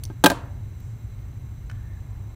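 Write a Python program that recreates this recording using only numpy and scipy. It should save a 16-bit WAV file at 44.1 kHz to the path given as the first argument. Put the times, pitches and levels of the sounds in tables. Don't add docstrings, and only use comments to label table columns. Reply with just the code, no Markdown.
import sys
import numpy as np
from scipy import signal
from scipy.fft import rfft, irfft
from scipy.io import wavfile
from scipy.ndimage import uniform_filter1d

SR = 44100
rng = np.random.default_rng(int(sys.argv[2]) if len(sys.argv) > 2 else 0)


def put_to_file(sound):
    columns = np.atleast_2d(sound).T
    safe = np.clip(columns, -1, 1)
    whole_steps = np.round(safe * 32767)
    wavfile.write(sys.argv[1], SR, whole_steps.astype(np.int16))


def invert_db(x):
    u = np.asarray(x, float) / 20
    return 10 ** u


N = 103635

# (time [s], thump level [dB], knock level [dB], crack level [dB],
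# mode struck hardest [Hz])
BENCH_LANDINGS = [(0.1006, -35.5, -41, -63.5, 900), (.1060, -38.5, -44, -65, 280),
                  (0.239, -24.5, -8, -11, 1300), (0.2426, -9, -14, -11, 280), (.2470, -11.5, -14, -20, 560),
                  (.2530, -10.5, -15.5, -41.5, 560), (0.2599, -16, -3, -6, 3200),
                  (.2635, -12.5, -6, -12.5, 1228), (0.2767, -16, -17, -40, 680),
                  (0.3006, -20, -24, -18, 2450), (0.3043, -20, -16.5, -30.5, 315),
                  (0.316, -24, -21, -30.5, 870)]
THUMP_BELOW_HZ = 450


def rms_one(x):
    return x / np.sqrt(np.mean(x ** 2) + 1e-20)


def at_hz(points, hz):
    table_hz, values = np.array(points)[:, 0], np.array(points)[:, 1]
    return np.interp(np.log(hz + 1), np.log(table_hz), values)


def coloured(x, points, bumps=()):
    hz = np.arange(len(x) // 2 + 1) * SR / len(x)
    db = at_hz(points, hz)
    for centre_hz, width_hz, gain_db in bumps:
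        db = db + gain_db * np.exp(-((hz - centre_hz) / width_hz) ** 2)
    return irfft(rfft(x) * invert_db(db), len(x))


def filtered(x, design):
    return signal.sosfilt(design, x)


def band(low_hz, high_hz):
    design = signal.butter(2, [low_hz, high_hz], "band", fs=SR, output="sos")
    return filtered(rng.standard_normal(N), design)


def since(s):
    t = np.arange(N) / SR - s
    return np.maximum(t, 0), t >= 0


def ring(clicks, hz, t60):
    r, w = invert_db(-60 / (t60 * SR)), 2 * np.pi * hz / SR
    return signal.lfilter([0, np.sin(w)], [1, -2 * r * np.cos(w), r * r], clicks + 1e-18)


def crack(s, db, t60, noise):
    t, on = since(s)
    return on * invert_db(db - 60 * t / t60) * noise


def struck(hits, modes, off_db_per_oct, noise, crack_t60):
    contact_s = 0.00034
    t = np.arange(200) / SR
    grit = rng.standard_normal((len(hits), len(modes), 200)) * np.exp(-t / contact_s)
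    out = np.zeros(N)
    for k, (hz, mode_db, t60) in enumerate(modes):
        force = np.zeros(N)
        for (s, db, struck_hz, _), contact in zip(hits, grit):
            i = int(s * SR)
            gain = invert_db(db + mode_db - off_db_per_oct * abs(np.log2(hz / struck_hz)))
            strength = abs(np.sum(contact[k] * np.exp(2j * np.pi * hz * t)))
            force[i:i + 200] += gain * contact[k] / strength
        out += ring(force, hz, t60)
    return out + sum(crack(s, db, crack_t60, noise) for s, _, _, db in hits)


def air():
    # (frequency [Hz], density [dB per Hz])
    rumble_colour = [(12, -46.5), (20, -20), (48, -2), (81, -4.5), (107, -2), (121, -4), (146, -15.5),
                     (199, -25), (260, -31), (340, -51.5), (570, -120)]
    # (frequency [Hz], width [Hz], gain [dB])
    room_modes = [(49.7, 2.7, -2.5), (69, 18, 1), (75, 2.5, -20.5), (101.3, 17, 3)]
    # (frequency [Hz], density [dB per Hz])
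    hiss_colour = [(120, -49.5), (200, -2.5), (366, -10), (464, -16), (2080, -24.5), (4900, -38),
                   (6110, -34.5), (10400, -41.5), (15800, -33)]
    # (frequency [Hz], width [Hz], gain [dB])
    duct_bumps = [(2136, 47, 7), (3973, 206, 9.5), (4650, 100, 1), (6090, 300, 9), (7555, 74, 17),
                  (7850, 100, 7), (8440, 220, 8), (11230, 780, 0), (11400, 510, 6), (15250, 300, 4.5)]
    rumble_db, hiss_db, whine_db = -34.5, -54, -74
    hiss_top_hz, whine_hz = 15780, 1075

    rumble = coloured(rng.standard_normal(N), rumble_colour, room_modes)
    hiss = coloured(rng.standard_normal(N), hiss_colour, duct_bumps)
    hiss = filtered(hiss, signal.cheby2(14, 45, hiss_top_hz * 1.01, fs=SR, output="sos"))
    whine = invert_db(whine_db) * np.sin(2 * np.pi * whine_hz * since(0)[0])
    return invert_db(rumble_db) * rms_one(rumble) + invert_db(hiss_db) * rms_one(hiss) + whine


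def clinks():
    # (time [s], level [dB], mode struck hardest [Hz], crack level [dB])
    handle_clinks = [
        (.0365, -24, 10800, -31.5),
        (.0385, -27.5, 4460, -59),
        (.0415, -40, 9600, -56),
        (.0525, -34.5, 5900, -48),
        (.0605, -55, 5800, -53),
        (.2400, -25, 13300, -16),
        (.2597, -11, 13300, -30),
        (.2725, -28, 14400, -58),
        (0.301, -42, 13300, -43),
    ]
    # (frequency [Hz], level [dB], t60 [s])
    steel_modes = [(2865, -24.5, .02), (4460, -6, .017), (5790, -2.5, .013), (6280, 5.5, 0.0072),
                   (7230, -13.5, 0.018), (9360, -9, .045), (10800, -9, 0.0096), (13300, -10, .012),
                   (14400, -9.5, .015), (14800, -10, .06)]
    return struck(handle_clinks, steel_modes, off_db_per_oct=19, noise=band(3600, 15300), crack_t60=0.008)


def landings():
    # (frequency [Hz], level [dB], t60 [s])
    bench_modes = [(182, -8, .07), (279, 1, 0.076), (315, -3, 0.13), (371, -6.5, .05), (575.5, -6, 0.055),
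                   (680, -8, .04), (870, -4, 0.044), (1000, -6.5, .04), (1228, -3.5, 0.03),
                   (1590, -6.5, 0.055), (1900, -15.5, 0.047), (2450, -22, 0.066), (3200, -8.5, 0.014),
                   (3840, -12, 0.026)]
    touches_per_s, rattle_s, rattle_share = 1500, 0.0032, 0.49
    spread_db, off_db_per_oct = 3.5, 3

    touches = (rng.random(N) < touches_per_s / SR) * rng.standard_normal(N)
    rattle_decay = np.exp(-np.arange(600) / SR / rattle_s)
    luck = rng.standard_normal((len(BENCH_LANDINGS), len(bench_modes)))
    out = np.zeros(N)
    for k, (hz, mode_db, t60) in enumerate(bench_modes):
        force = np.zeros(N)
        is_thump = hz < THUMP_BELOW_HZ
        for (s, thump_db, knock_db, _, struck_hz), chance in zip(BENCH_LANDINGS, luck):
            i = int(s * SR)
            hit_db = thump_db if is_thump else knock_db
            off_db = off_db_per_oct * abs(np.log2(hz / struck_hz))
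            gain = invert_db(hit_db + mode_db + spread_db * chance[k] - off_db)
            if is_thump:
                force[i] += gain
            else:
                force[i:i + 600] += rattle_share * gain * touches[i:i + 600] * rattle_decay
                force[i] += gain * np.sign(chance[k - 1])
        out += ring(force, hz, t60)
    return filtered(out, signal.butter(4, 99, "high", fs=SR, output="sos"))


def cracks():
    # (frequency [Hz], density [dB per Hz])
    crack_colour = [(300, -25.5), (700, -13.5), (1400, -15.5), (2200, -19.5), (4050, -13), (4900, -19.5),
                    (13200, -26.5), (16500, -27.5)]
    noise = rms_one(coloured(rng.standard_normal(N), crack_colour))
    return sum(crack(s, db, 0.025, noise) for s, _, _, db, _ in BENCH_LANDINGS)


def fingers():
    # (time [s], level [dB], mode struck hardest [Hz], crack level [dB])
    wire_ticks = [
        (.8030, -49.5, 14200, -53),
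        (1.190, -57, 2600, -67),
        (1.6956, -58, 1200, -54),
        (1.6980, -39.5, 1500, -47.5),
        (1.700, -43.5, 3050, -52),
        (1.7132, -44.5, 1750, -42),
    ]
    # (frequency [Hz], level [dB], t60 [s])
    cast_modes = [(750, 1.5, 0.023), (1200, -2.5, 0.013), (1500, 4.5, 0.02), (1750, 1.5, .025),
                  (2200, 1, 0.018), (2600, -5, 0.016), (3050, -3.5, 0.018), (4570, -3, 0.011),
                  (5670, -2, .01), (14200, 2, 0.013)]
    # (time [s], length [s], level [dB], centre [Hz], width [Hz])
    finger_rubs = [
        (0.77, 0.18, -69, 6860, 3000),
        (1.28, 0.064, -77, 2200, 1500),
        (1.708, 0.34, -63, 1740, 131),
        (1.72, 0.067, -70, 3370, 500),
        (1.847, 0.62, -64, 800, 500),
    ]
    out = struck(wire_ticks, cast_modes, off_db_per_oct=10.5, noise=band(700, 6800), crack_t60=0.023)
    for s, length, db, hz, width in finger_rubs:
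        progress = np.minimum(since(s)[0] / length, 1)
        swell = np.sin(np.pi * progress).clip(0) ** .5
        out += invert_db(db) * swell * rms_one(band(hz - width / 2, hz + width / 2))
    return out


def room(x):
    # (frequency [Hz], t60 [s], level [dB])
    echo_bands = [(100, 0.65, -6), (300, 0.56, -1.5), (800, 0.57, 6.5), (1500, .55, 2), (3000, 0.32, -4),
                  (6000, 0.3, -3.5), (15000, 0.12, 2.5)]
    echo_db, build_up_s = -14.5, 0.0022
    t = np.arange(SR * 2 // 3) / SR
    echo = np.zeros(len(t))
    for hz in 100 * 2.0 ** np.arange(0, 7.5, .5):
        design = signal.butter(2, [hz / 1.19, hz * 1.19], "band", fs=SR, output="sos")
        part = filtered(rng.standard_normal(len(t)), design)
        level_db = at_hz(np.array(echo_bands)[:, ::2], hz)
        echo += part * invert_db(level_db - 60 * t / at_hz(echo_bands, hz))
    echo = echo * (1 - np.exp(-t / build_up_s))
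    echo = echo / np.sqrt(np.sum(echo ** 2))
    return invert_db(echo_db) * signal.fftconvolve(x, echo)[:N]


def scene():
    bench = landings()
    sharp = cracks() + clinks() + fingers()
    thump = filtered(bench, signal.butter(2, THUMP_BELOW_HZ, fs=SR, output="sos"))
    echo = room(0.42 * thump + sharp)
    return (bench + sharp + echo + air())[None]


def band_limit(x):
    return signal.sosfilt(signal.butter(12, 16740, fs=SR, output="sos"), x)


def record(dry):
    duck_above_db, duck_ratio, recover_db_per_s = -10, 0.25, 12
    peak_top, cutoff_hz = 1.1, 16750
    level_db = 10 * np.log10(uniform_filter1d(dry[0] ** 2, size=200) + 1e-12)
    over = duck_ratio * np.maximum(level_db - duck_above_db, 0)
    slope = recover_db_per_s * np.arange(N) / SR
    held = np.maximum.accumulate(over + slope) - slope
    duck_db = signal.lfilter([.005], [1, -.995], held)
    x = peak_top * np.tanh(dry * invert_db(-duck_db) / peak_top)
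    x = filtered(x, signal.cheby2(12, 45, cutoff_hz, fs=SR, output="sos"))
    x = x * np.minimum(np.arange(N, 0, -1) / 200, 1)
    return band_limit(x)


dry = scene()
out = record(dry)
put_to_file(out)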